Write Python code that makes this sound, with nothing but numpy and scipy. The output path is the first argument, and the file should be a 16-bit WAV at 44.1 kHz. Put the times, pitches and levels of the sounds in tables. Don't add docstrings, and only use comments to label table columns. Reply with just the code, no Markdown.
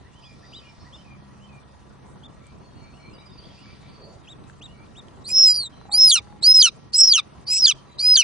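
import sys
import numpy as np
from scipy import signal
from scipy.fft import rfft, irfft, next_fast_len
from scipy.io import wavfile
from scipy.ndimage import uniform_filter1d

SR = 44100
rng = np.random.default_rng(int(sys.argv[2]) if len(sys.argv) > 2 else 0)


def inscribe(sig):
    pcm = np.round(np.clip(np.atleast_2d(sig).T, -1, 1) * 32767)
    wavfile.write(sys.argv[1], SR, pcm.astype(np.int16))


def how_loud(loudness_db):
    steps = np.asarray(loudness_db, float) / 20
    return 10 ** steps


N = 362943

# (frequency [Hz], density [dB per Hz])
WASH_SPECTRUM = [(25, -44), (58, -2.5), (169, -6), (520, -17.5), (1140, -17.5), (1600, -27.5), (6200, -37),
                 (10000, -43.5)]
# (time [s], level [dB])
WASH_LEVEL_DB = [(0.0, -55.5), (6.17, -53.5), (7.15, -56.5), (7.36, -52.5), (8.23, -54)]
# (frequency [Hz], left-right likeness [-1 to 1])
WASH_LIKENESS = [(40, 0.29), (130, 0.15), (300, 0.16), (600, 0.16), (1200, 0.065), (2500, 0.67),
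                 (5000, 0.2), (10000, .2)]
# (frequency [Hz], left minus right [dB])
WASH_BALANCE_DB = [(60, -4), (170, -0.5), (480, 0.5), (1350, -0.5), (3830, 1.5), (10800, -2.5)]
# (frequency [Hz], level [dB])
ENGINE_LINES = [(68, -62), (136, -62), (204, -64.5), (990, -72.5), (1163, -74.5), (1346, -74),
                (1690, -79.5), (1890, -76.5)]
# (middle [s], length [s], rise [dB])
ENGINE_LOAD = [
    (1.35, .75, 8),
    (5.25, .55, 6),
]

# (length [s], start [Hz], middle [Hz], end [Hz])
UP = (.088, 2620, 3080, 3050)
DOWN = (.14, 2630, 2400, 2280)
COO = (0.0634, 1500, 1950, 1740)
PIP = (0.085, 2450, 2900, 2940)
LIFT = (.12, 2250, 2310, 2460)
# (start [s], note shape, level [dB])
SONGS = [(.124, UP, -59), (.221, DOWN, -61), (.525, UP, -54), (.593, DOWN, -60), (.947, UP, -59.5),
         (1.032, DOWN, -60), (1.393, UP, -59.5), (1.476, DOWN, -61), (.03, COO, -61), (.415, COO, -58),
         (.834, COO, -58), (1.276, COO, -61), (2.409, LIFT, -62), (2.735, PIP, -66), (2.8, LIFT, -62),
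         (2.925, PIP, -62), (2.985, LIFT, -57), (3.1, PIP, -63), (3.15, LIFT, -63), (3.565, PIP, -61),
         (3.63, LIFT, -58.5), (3.8, LIFT, -64), (4.655, PIP, -58.5), (4.73, LIFT, -59), (.615, PIP, -57)]
# (start [s], length [s], start [Hz], end [Hz], level
# [dB])
FAR_WHISTLES = [(.2, 0.13, 4900, 4960, -61.5), (0.39, 0.26, 4780, 4840, -60.5),
                (.433, .11, 3550, 3960, -65), (.67, .042, 5400, 5300, -65), (0.79, .05, 4350, 4500, -64),
                (.79, 0.055, 5400, 5200, -63), (.928, .08, 5350, 5000, -61),
                (2.56, 0.57, 4440, 4180, -65.5), (3.173, .05, 3680, 4000, -57),
                (3.287, .048, 3810, 3560, -57), (3.205, .04, 2300, 3600, -65),
                (3.48, 0.045, 2400, 4000, -63), (3.55, .04, 2000, 3000, -66), (3.87, 0.12, 4600, 4520, -63),
                (3.98, .1, 4520, 4480, -58), (5.699, .19, 4080, 4010, -61), (3.415, .05, 2320, 4300, -62),
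                (5.722, 0.037, 3200, 3040, -54.5), (7.863, 0.1, 4034, 3880, -61),
                (7.75, .055, 3300, 2950, -56), (.84, 0.045, 4350, 4800, -67), (2.98, .15, 4250, 4200, -62),
                (4.235, .03, 3400, 3100, -60), (3.38, .05, 3000, 3200, -66), (3.66, .05, 2100, 3100, -66),
                (1.0, 1.0, 5800, 5780, -80), (4.06, .09, 4500, 4480, -63)]
# (start [s], start [Hz], level [dB])
TRILL_NOTES = [(3.13, 5120, -57.5), (3.195, 5130, -61), (3.254, 5140, -55.5), (3.315, 5240, -61),
               (3.375, 4880, -49.5), (3.44, 4920, -59)]
# (start [s], length [s], centre [Hz], width [Hz], level [dB])
BUSH_CHATTER = [
    (0.13, 1, 4600, 2400, -66),
    (3.3, 0.49, 4700, 300, -65),
    (3.98, 0.2, 500, 350, -51.5),
    (5, .5, 420, 250, -58.5),
    (3.35, 0.64, 3200, 2500, -62.5),
    (3.42, .34, 4800, 600, -65),
    (3.84, .32, 4600, 350, -67),
    (3.8, .1, 3800, 700, -67),
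]
# (start [s], length [s], centre [Hz],
# level [dB])
LEAF_RUSTLES = [(.11, .05, 6500, -68), (.52, 0.052, 6300, -67), (0.933, 0.058, 6800, -67),
                (1.53, .04, 7500, -70), (2.052, .1, 8000, -66), (2.948, 0.045, 7200, -70),
                (3.57, 0.054, 7200, -69), (3.8, .04, 7300, -67), (4.12, .04, 6540, -64),
                (4.468, .05, 7500, -63), (4.95, .07, 7500, -67), (6.75, .03, 8500, -65),
                (6.73, .19, 4500, -66), (7.74, .08, 4300, -59.5)]
# (start [s], length [s], start [Hz], top [Hz], level [dB])
SOFT_PEEP_NOTES = [
    (0.22, 0.07, 2200, 3440, -53),
    (0.518, 0.087, 2140, 3920, -43),
    (0.922, 0.051, 2900, 3620, -48),
    (2.227, 0.046, 2810, 3630, -48),
    (4.266, 0.075, 2110, 3840, -45),
    (4.609, 0.064, 2200, 3870, -42.5),
    (4.948, 0.063, 2300, 3790, -44.5),
]
# (time [s], peak [dB], centre [Hz])
GRIT_TICKS = [(3.657, -42, 1700), (4.498, -35, 1600), (5.384, -32.5, 1310), (5.513, -34.5, 867),
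              (5.639, -37, 980), (5.741, -36, 800), (5.814, -33, 891), (5.854, -31, 760),
              (5.895, -29.5, 821), (5.94, -30, 830), (5.974, -31, 810), (6.012, -29.5, 803),
              (6.054, -34, 834), (6.109, -41.5, 794), (6.214, -40.5, 826), (6.272, -37, 800),
              (6.326, -33.5, 829), (6.426, -33, 668), (6.527, -34, 730)]
# (time [s], peak [dB], centre [Hz])
BRIGHT_TICKS = [(1.55, -61, 7500), (2.468, -40.5, 8170), (3.752, -47, 3100), (3.885, -48, 3400),
                (4.44, -46, 3900), (5.084, -41, 3200), (5.386, -30.5, 2800)]

# (time [s], pitch [Hz], effort [dB])
LOUD_PEEPS = [
    [(5.238, 3660, -46), (5.28, 4790, -31.5), (5.325, 5124, -25), (5.371, 5375, -12), (5.435, 5345, -9.5),
     (5.507, 4880, -13.5), (5.548, 4790, -22.5), (5.585, 4746, -22.5), (5.688, 3550, -38.5)],
    [(5.911, 3330, -32), (5.926, 4300, -27.5), (5.946, 4697, -14), (5.99, 5216, -11.5), (6.04, 5240, -9),
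     (6.07, 5147, -11), (6.102, 4680, -13), (6.122, 3420, -14), (6.202, 2220, -31)],
    [(6.421, 3697, -22), (6.442, 4420, -15), (6.478, 5090, -9), (6.525, 5150, -9.5), (6.595, 5050, -10.5),
     (6.619, 4560, -9), (6.628, 3230, -15), (6.66, 2903, -17.5), (6.7, 2328, -31.5)],
    [(6.93, 4200, -21), (6.947, 5080, -15), (6.972, 5180, -19), (7.008, 5360, -9), (7.076, 5380, -10.5),
     (7.105, 4870, -15.5), (7.127, 4550, -10), (7.135, 3420, -15), (7.21, 2210, -25.5)],
    [(7.464, 4446, -32), (7.52, 5113, -19), (7.566, 5200, -22), (7.606, 5384, -19.5), (7.638, 5046, -12),
     (7.658, 4500, -7), (7.667, 3600, -13.5), (7.704, 2863, -19), (7.73, 2075, -30)],
    [(7.982, 3698, -26.5), (8.002, 4497, -21.5), (8.03, 4866, -22), (8.058, 5013, -15), (8.137, 5088, -9.5),
     (8.16, 4600, -8), (8.173, 3250, -14.5), (8.214, 2887, -20), (8.245, 1850, -21)],]
PEEP_BRIGHT_DB = [-5, 6.5, -3, -8, -14, -8]
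# (multiple of pitch [1], level [dB])
OVERTONE_LINES = [(2, 2), (3, -10), (4, -32)]
# (multiple of pitch [1], level [dB])
HALF_LINE_PARTIALS = [(.5, -18), (1.5, 0.5), (2.5, -18), (3.5, -22)]
# (pitch [Hz], octave over effort [dB])
OCTAVE_RULE = [(2500, -11), (3050, -1), (3400, -7.5), (4300, -20.5), (4900, -17), (5120, -18), (5200, -28),
               (5300, -52)]
# (pitch [Hz], half lines over effort [dB])
LOW_HALF_RULE = [(3000, -30), (3400, -30.5), (4200, -58)]
# (middle [s], length [s], half line [dB], lowest line over its rule [dB])
UNEVEN_STRETCHES = [(5.305, 0.037, -34.5, 9.5), (5.49, 0.067, -28.5, -2.5), (5.945, 0.017, -35.5, 11.5),
                    (6.097, 0.039, -41, -16), (6.172, 0.038, -21.5, -3), (6.462, .025, -41, -0.5),
                    (6.569, .035, -32, -2.5), (6.67, 0.049, -22.5, 1), (6.99, 0.052, -18.5, -7),
                    (7.188, .028, -22.5, 1.5), (7.546, 0.086, -26.5, 4), (7.684, 0.02, -22.5, -6.5),
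                    (7.716, 0.022, -25, -6), (8.065, .12, -44.5, 16.5), (8.21, .03, -22.5, -9)]
# (middle [s], length [s], added flutter [0-1], rasp [dB])
HOARSE_STRETCHES = [(5.554, 0.038, .2, -57), (6.101, .04, .12, -39), (6.45, .04, .08, -39.5),
                    (6.56, .03, .05, -45), (6.612, 0.03, .14, -34), (5.305, .05, .04, -48),
                    (6.955, 0.045, 0.1, -37), (7.05, 0.05, 0.1, -50), (7.125, 0.021, .06, -40),
                    (7.482, .025, .12, -46.5), (7.545, .095, .03, -35.5), (7.6, .04, .15, -48),
                    (7.661, .02, .25, -41.5), (8.011, 0.047, .1, -46), (8.165, .02, .15, -32.5)]
# (time [s], length [s], depth [dB])
WHISTLE_CATCHES = [(5.295, .03, 11.5), (5.971, .025, 8), (6.146, .025, 6), (5.538, .006, 8),
                   (6.535, .012, 18), (6.977, .012, 14), (7.065, .012, 11), (7.13, .005, 6.5),
                   (7.664, .008, 9), (7.617, .008, 9), (7.678, .006, 6), (8.022, .008, 8), (8.149, .014, 8),
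                   (8.171, .006, 5.5), (6.615, .006, -3.5), (7.121, .008, -3), (6.092, .012, 5)]
# (time [s], kick [Hz])
PITCH_KICKS = [
    (5.5, 60),
    (6.54, 239.6),
    (6.985, 59.9),
    (7.07, 110.4),
    (7.59, 150.3),
]
# (middle [s], length [s], offset [Hz], level re whistle [dB])
SECOND_SIDE_STRETCHES = [(5.564, .04, 650, -12), (6.106, .028, -560, -10), (6.45, 0.025, 1303, -19.5),
                         (6.612, .014, 400, -8), (6.947, 0.022, 380, -6), (7.047, 0.029, 190.3, -3),
                         (7.085, 0.033, 200, -6), (7.6, .03, 170, -6), (7.643, .026, -230, -12),
                         (7.99, .012, 800, -8.5), (8.008, .028, 300.5, -5), (8.165, 0.013, 421, -8.5)]
# (time [s], pitch [Hz], level [dB])
HOOT_CURVE = [
    (5.87, 804, -56),
    (5.899, 815, -49),
    (6.03, 821, -55),
    (6.109, 858, -50),
    (6.128, 828, -63),
    (6.19, 818, -54.5),
    (6.34, 835, -56.5),
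    (6.44, 840, -63),
]

# (frequency [Hz], step [dB])
QUIET_STEP_DB = [(100, -78), (1000, -84), (3000, -89), (5500, -87), (6500, -87), (7350, -79.5), (8300, -90),
                 (10500, -92)]
# (frequency [Hz], reach [dB])
REACH_DB = [(300, 75), (2000, 60), (3500, 60), (5500, 33), (6300, 48), (8000, 54), (9200, 53), (10500, 90)]
# (frequency [Hz], depth [dB])
SINK_DB = [(60, 9), (700, 11), (1500, 6), (3500, 5), (4600, 0)]

KICK_DECAY_S = .014
ATTACK_S, ATTACK_DB, RELEASE_S, RELEASE_DB = 0.0044, 36, 0.0078, 28
CALM_FLUTTER, LOW_FLUTTER, WEAK_FLUTTER_PER_DB = .065, .045, 0.006
RASP_RE_EFFORT_DB = -48
CRACK_HZ_PER_S, CRACK_DB = 78000, 24.5
OCTAVE_SHARE, UNEVEN_OCTAVE_DB = 0.43, -13.5
LEFT_LAG_S, EDGE_HZ = 28e-6, 10405
STARVE_DB, STARVE_BACK_DB_PER_S = -36, 260


def evened(x):
    return x / np.sqrt(np.mean(x ** 2) + 1e-20)


def read(points, hz):
    f, value = np.transpose(points)
    return np.interp(np.log(hz + 1), np.log(f + 1), value)


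def add(mix, start_s, sound):
    part = mix[..., round(start_s * SR):][..., :sound.shape[-1]]
    part += sound[..., :part.shape[-1]]


def stretch(t, middle_s, length_s):
    return np.minimum((2 * (t - middle_s) / length_s) ** 4, 40)


def wander(length, top_hz):
    pole = np.exp(2 * np.pi * top_hz / SR * (1j - 1) / np.sqrt(2))
    noise = rng.standard_normal(length + 900)
    smooth = signal.lfilter([1, 2, 1], [1, -2 * pole.real, abs(pole) ** 2], noise)
    return evened(smooth[900:])


def tone(hz, multiple=1):
    return np.sqrt(2) * np.sin(2 * np.pi * multiple * np.cumsum(hz) / SR)


def fuzz(hz, width_hz):
    turn = np.exp(2j * np.pi * np.cumsum(hz) / SR)
    envelope = wander(len(hz), width_hz / 2) + 1j * wander(len(hz), width_hz / 2)
    return (envelope * turn).real


def fuzz_pair(hz, width_hz):
    return np.array([fuzz(hz, width_hz) for ear in range(2)])


def wash():
    frames, hz = N // 256 + 5, np.fft.rfftfreq(1024, 1 / SR)
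    a, b, c, d, patches = rng.standard_normal((frames, 513, 5)).T
    patches = uniform_filter1d(patches, size=8, axis=0)
    patches = evened(uniform_filter1d(patches, size=16, axis=1))
    flicker = evened(uniform_filter1d(rng.standard_normal((frames, 513)).T, size=60, axis=0))
    streaks = evened(uniform_filter1d(rng.standard_normal((frames, 513)).T, size=24, axis=1))
    same = np.clip(read(WASH_LIKENESS, hz), -1, 1)[:, None]
    left = a + 1j * b
    right = same * left + np.sqrt(1 - same ** 2) * (c + 1j * d)
    z = np.array([left, right])
    drift_db = 1.8 * patches + 1.9 * flicker + 2.6 * streaks * (hz > 3000)[:, None]
    z *= how_loud(read(WASH_SPECTRUM, hz)[:, None] + drift_db)
    z *= how_loud(np.array([[.5], [-.5]]) * read(WASH_BALANCE_DB, hz))[:, :, None]
    level_db = np.interp(np.arange(N) / SR, *np.transpose(WASH_LEVEL_DB))
    sound = signal.istft(z, nperseg=1024, noverlap=768)[1][:, :N]
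    return how_loud(level_db + 6.5) * evened(sound)


def hum():
    out, t = np.zeros((2, N)), np.arange(N) / SR

    def slow(top_hz):
        return np.interp(t, t[::64], wander(len(t[::64]), 64 * top_hz))

    load_db = sum(db * np.exp(-stretch(t, at, length)) for at, length, db in ENGINE_LOAD)
    for k, (hz, db) in enumerate(ENGINE_LINES):
        turns = np.cumsum(hz + 2.2 * slow(2.5)) / SR
        level_db = db + 4.5 + (k == 2) * load_db + np.clip(3 * slow(3.0), -9, 3.5)
        out += how_loud(level_db) * np.sin(2 * np.pi * (turns + 0.34 * rng.random((2, 1))))
    return out


def note(length_s, start_hz, middle_hz, end_hz, db, turn=0.62, octave_db=-40, grain=.3, foot_db=0):
    u = np.linspace(0, 1, round(length_s * SR))
    rise = start_hz + (middle_hz - start_hz) * np.sin(np.pi / 2 * u / turn)
    bend = middle_hz + (end_hz - middle_hz) * ((u - turn) / (1 - turn)) ** 2
    hz = np.where(u < turn, rise, bend)
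    shape = signal.windows.tukey(len(u), .3) * (0.56 + 0.43 * np.sin(np.pi * u ** 1.3))
    foot = np.clip(1.4 * (middle_hz - hz) / (middle_hz - start_hz + 1), 0, .8)
    shape = shape * how_loud(foot_db * np.sin(np.pi * foot))
    shape = shape * (1 + .25 * wander(len(u), 60))
    body = (1 - grain / 2) * tone(hz) + grain * fuzz(hz, 160)
    octave = how_loud(octave_db) * (0.73 * tone(hz, 2) + 0.83 * fuzz(2 * hz, 420))
    return how_loud(db) * shape * (body + octave)


def far_birds():
    far = np.zeros(N)
    for s, shape, db in SONGS:
        add(far, s, note(*shape, db, grain=0.45))
    for s, length, start_hz, end_hz, db in FAR_WHISTLES:
        whistle = note(length, start_hz, (start_hz + end_hz) / 2, end_hz, db + 1.0, grain=0.38)
        swell = np.hanning(len(whistle)) ** 0.18
        add(far, s, whistle * how_loud(2.0 * wander(len(whistle), 25)) * swell)
    for s, hz, db in TRILL_NOTES:
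        add(far, s, note(0.0324, hz, .94 * hz, 0.88 * hz, db + 1.5, grain=.12))
    for s, length, hz, width_hz, db in BUSH_CHATTER:
        swell = np.hanning(round(length * SR)) ** 0.12
        level_db = db + 1.3 * wander(len(swell), 23)
        add(far, s, how_loud(level_db) * swell * fuzz(hz + 0 * swell, width_hz))
    return far


def rustles():
    out = np.zeros((2, N))
    for s, length, hz, db in LEAF_RUSTLES:
        swell = np.hanning(round(length * SR)) ** .4
        add(out, s, how_loud(db) * swell * fuzz_pair(hz + 0 * swell, 3100))
    return out


def soft_peeps():
    near = np.zeros(N)
    for s, length, start_hz, top_hz, db in SOFT_PEEP_NOTES:
        octave_db = -15 if s > 4 else -25
        add(near, s, note(length, start_hz, top_hz, 3150, db, turn=0.64, grain=0.21, foot_db=-1.5,
                          octave_db=octave_db))
    return near


def grit():
    out, t = np.zeros((2, N)), np.arange(400) / SR
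    fade_db = -4 - 60 * t / .012
    for s, db, hz in GRIT_TICKS + BRIGHT_TICKS:
        puff = fuzz_pair(hz + 0 * t, (1.2 + .7 * (hz > 1200)) * hz)
        add(out, s, how_loud(db + fade_db) * (1.1 * np.sin(2 * np.pi * hz * t) + 0.54 * puff))
    return out


def low_register(hz):
    return np.clip(6 - hz / 600, 0, 1)


def voice(rows, bright_db):
    s, pitch_hz, db = np.transpose(rows)
    t = np.arange(s[0], s[-1], 1 / SR)
    hz = uniform_filter1d(np.interp(t, s, pitch_hz), size=150, mode="nearest")
    hz = hz * (1 + .005 * wander(len(t), 45))
    kick_hz = sum(kick * (t > at) * np.exp(-abs(t - at) / KICK_DECAY_S) for at, kick in PITCH_KICKS)
    hz = hz + uniform_filter1d(kick_hz, size=120)

    attack_db = ATTACK_DB * np.exp((s[0] - t) / ATTACK_S)
    release_db = RELEASE_DB * np.exp((t - s[-1]) / RELEASE_S)
    effort_db = np.interp(t, s, db) - attack_db - release_db
    catch_db = sum(depth * np.exp(-((t - at) / length) ** 2 * 4) for at, length, depth in WHISTLE_CATCHES)
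    whistle_db = effort_db - catch_db

    uneven_db = [db - 12 * stretch(t, at, length) for at, length, db, low in UNEVEN_STRETCHES]
    half_db = np.maximum(effort_db + read(LOW_HALF_RULE, hz), np.max(uneven_db, axis=0))
    lowest_db = np.transpose(UNEVEN_STRETCHES)[-1][np.argmax(uneven_db, axis=0)]

    hoarse_db = [db - 6 * stretch(t, at, length) for at, length, more, db in HOARSE_STRETCHES]
    rasp_db = np.max([effort_db + RASP_RE_EFFORT_DB] + hoarse_db, axis=0)
    flutter = CALM_FLUTTER + LOW_FLUTTER * low_register(hz) - WEAK_FLUTTER_PER_DB * (whistle_db + 10)
    flutter = flutter + sum(more * np.exp(-stretch(t, at, length))
                            for at, length, more, db in HOARSE_STRETCHES)

    fall_hz_per_s = -uniform_filter1d(np.gradient(hz), size=200) * SR
    cracked = np.clip(fall_hz_per_s / CRACK_HZ_PER_S - 1, 0, 1)
    high_db = bright_db - (1 - OCTAVE_SHARE) * (effort_db + 16.0)
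    octave_db = effort_db + read(OCTAVE_RULE, hz) + high_db * np.clip(hz / 600 - 6, 0, 1)
    octave_db = octave_db - CRACK_DB * cracked * np.clip(hz / 300 - 12, 0, 1)
    octave_db = np.maximum(octave_db, half_db + UNEVEN_OCTAVE_DB)
    octave_db = octave_db + 3 * (hz > 3600) * wander(len(t), 30)
    return s, t, hz, whistle_db, octave_db, half_db, lowest_db, rasp_db, np.clip(flutter, 0, .6)


def throb(length, depth):
    shared = np.array([wander(length, 250)] * 2)
    own = np.array([wander(length, 150), wander(length, 150)])
    return 1 + depth * shared + 0.14 * own


def syrinx_whistle(t, hz, whistle_db, flutter):
    n = len(t)
    main = tone(hz) * throb(n, 1.05 * flutter) + 0.36 * flutter * fuzz(1.07 * hz, 770)
    second_db = np.max([db - 12 * stretch(t, at, length)
                        for at, length, offset, db in SECOND_SIDE_STRETCHES], axis=0)
    nearest = np.argmin([abs(t - row[0]) for row in SECOND_SIDE_STRETCHES], axis=0)
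    offset_hz = np.transpose(SECOND_SIDE_STRETCHES)[2][nearest]
    second = tone(hz + offset_hz * (1 + .12 * wander(n, 60))) * throb(n, .25)
    whistle = how_loud(whistle_db) * main + how_loud(whistle_db + second_db) * second
    whistle = whistle / (1 + 0.47 * how_loud(second_db))
    crack = np.clip(-uniform_filter1d(np.gradient(hz), size=400) * SR / 60000, 0, 1)
    return whistle + how_loud(whistle_db - 17.5) * crack * fuzz_pair(hz, 1600)


def syrinx_overtones(hz, octave_db, flutter, bright_db):
    n = len(hz)
    lines = 0
    for k, db in OVERTONE_LINES:
        dull_db = np.maximum(k * hz - 8900, 0) * 0.0075 + np.maximum(2950 - hz, 0) * .016
        line_db = db + (k > 2) * (.7 * bright_db + 4.5 - dull_db)
        lines = lines + how_loud(line_db) * tone(hz, k)
    lines = how_loud(octave_db) * lines * throb(n, 0.15 + flutter) * throb(n, 0.088)
    air = fuzz_pair(2 * hz, 860) + .2 * low_register(hz) * fuzz_pair(3.3 * hz, 2200)
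    return lines + how_loud(octave_db - 19 + 40 * flutter) * air


def syrinx_half_lines(hz, half_db, lowest_db, flutter):
    n = len(hz)
    lowest_db = lowest_db + 5 * (hz < 3300) + 3.5 * wander(n, 45)
    half_db = half_db + 2.2 * wander(n, 60)
    lines = sum(how_loud(db + (k < 1) * lowest_db) * tone(hz, k) for k, db in HALF_LINE_PARTIALS)
    lines = how_loud(half_db) * lines * throb(n, 0.08 + 0.7 * flutter)
    smear = sum(how_loud(0.95 * db + (k < 1) * (.6 * lowest_db + 3)) * fuzz_pair(k * hz, 400)
                for k, db in HALF_LINE_PARTIALS)
    return lines + how_loud(half_db - 9.0 - 3 * low_register(hz)) * smear


def syrinx_rasp(hz, rasp_db):
    n = len(hz)

    def patch(centre_hz):
        return how_loud(-14 + 5.6 * np.clip(wander(n, 22), -3, 1.5)) * fuzz(centre_hz, 1300)

    def port():
        level_db = rasp_db + 1.0 + np.minimum(4.5 * wander(n, 40), 6)
        air = fuzz(1.07 * hz, 1500) + patch(1.45 * hz) + patch(1.6 * hz) + 0.81 * patch(.62 * hz)
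        return how_loud(level_db) * air

    return np.array([port() for ear in range(2)])


def peep(rows, bright_db):
    s, t, hz, whistle_db, octave_db, half_db, lowest_db, rasp_db, flutter = voice(rows, bright_db)
    hz = hz * (1 + 0.041 * flutter * wander(len(t), 250))
    sound = syrinx_whistle(t, hz, whistle_db, flutter)
    sound = sound + syrinx_overtones(hz, octave_db, flutter, bright_db)
    sound = sound + syrinx_half_lines(hz, half_db, lowest_db, flutter)
    sound = sound + syrinx_rasp(hz, rasp_db)
    return s[0], sound * signal.windows.tukey(len(t), .015)


def loud_peeps():
    chick = np.zeros((2, N))
    for rows, bright_db in zip(LOUD_PEEPS, PEEP_BRIGHT_DB):
        add(chick, *peep(rows, bright_db))
    chick[:, 60:] += .12 * chick[:, :-60]
    t = np.arange(9000) / SR
    decay = how_loud(-60 * t / .09) + how_loud(-22 - 60 * t / 0.41)
    scatter = rng.standard_normal((2, 9000)) * decay
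    tail = signal.oaconvolve(chick, scatter / np.linalg.norm(scatter[0]), axes=1)[:, :N]
    return how_loud([[-.6], [.6]]) * (chick + how_loud(-24.5) * tail)


def hoot():
    near = np.zeros(N)
    s, hz, db = np.transpose(HOOT_CURVE)
    t = np.arange(s[0], s[-1], 1 / SR)
    level_db = np.interp(t, s, db) + np.clip(5.5 * wander(len(t), 28), -14, 4)
    sound = how_loud(level_db) * tone(np.interp(t, s, hz))
    add(near, s[0], sound * signal.windows.tukey(len(t), .1))
    return near


def through_leaves(near, far):
    scatter = rng.standard_normal((2, 3000)) * how_loud(-60 * np.arange(3000) / SR / 0.36)
    source = (far + .15 * near)[None]
    wet = signal.oaconvolve(source, scatter / np.linalg.norm(scatter[0]), axes=1)[:, :N]
    return near + 1.02 * far + .75 * wet


def scene():
    yard = wash() + hum()
    far = far_birds()
    claws = rustles() + grit()
    near = soft_peeps() + hoot()
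    return yard + through_leaves(near, far) + claws + loud_peeps()


def coarse(x):
    hz, t, z = signal.stft(x, SR, "cosine", nperseg=1024, noverlap=512)
    power = abs(z) ** 2 + 1e-16

    def level_db(low_hz, high_hz):
        return 10 * np.log10(power[:, (hz > low_hz) & (hz < high_hz)].sum(1, keepdims=True))

    band = uniform_filter1d(power, size=16, axis=1)[:, 8::16].repeat(16, axis=1)
    band_db = 10 * np.log10(band[:, np.minimum(np.arange(513), 511)])
    budget_db = 1.3 * evened(uniform_filter1d(rng.standard_normal(len(t)), size=18))
    jump = abs(np.gradient(level_db(2000, SR), axis=2)) > 7
    budget_db = budget_db + 19 * jump * (hz > 2600)[:, None]
    loud_step_db = level_db(0, SR) - read(REACH_DB, hz)[:, None]
    step_db = np.maximum(loud_step_db, read(QUIET_STEP_DB, hz)[:, None] + budget_db)
    fall_db = STARVE_BACK_DB_PER_S * t
    starve_db = np.maximum.accumulate(level_db(5900, 9000) + fall_db, axis=2) - fall_db - STARVE_DB
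    sink_db = np.minimum(starve_db, starve_db - 62 - band_db)
    sink_db = np.clip(sink_db, 0, read(SINK_DB, hz)[:, None])
    z, band_db = z * how_loud(-sink_db), band_db - sink_db
    step = how_loud(np.maximum(step_db, band_db - 10))
    return signal.istft(step * np.round(z / step), SR, "cosine", nperseg=1024, noverlap=512)[1][:, :N]


def roll_off(x):
    return signal.sosfilt(signal.butter(12, 11420, fs=SR, output="sos"), x)


def record(dry):
    size = next_fast_len(N)
    hz = np.fft.rfftfreq(size, 1 / SR)
    late = np.exp(-2j * np.pi * hz * np.array([[LEFT_LAG_S], [0]]))
    over_hz = np.clip(np.maximum(hz - EDGE_HZ, -300) + 300, 0, None)
    edge = np.maximum(how_loud(-over_hz ** 1.47 * 0.002), 1e-5)
    overloaded = 1.696 * np.tanh(1.028 * dry / 1.703)
    x = irfft(rfft(coarse(overloaded), size) * late * edge, size)[:, :N]
    return roll_off(np.clip(x, -.998, .998))


dry = scene()
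out = record(dry)
inscribe(out)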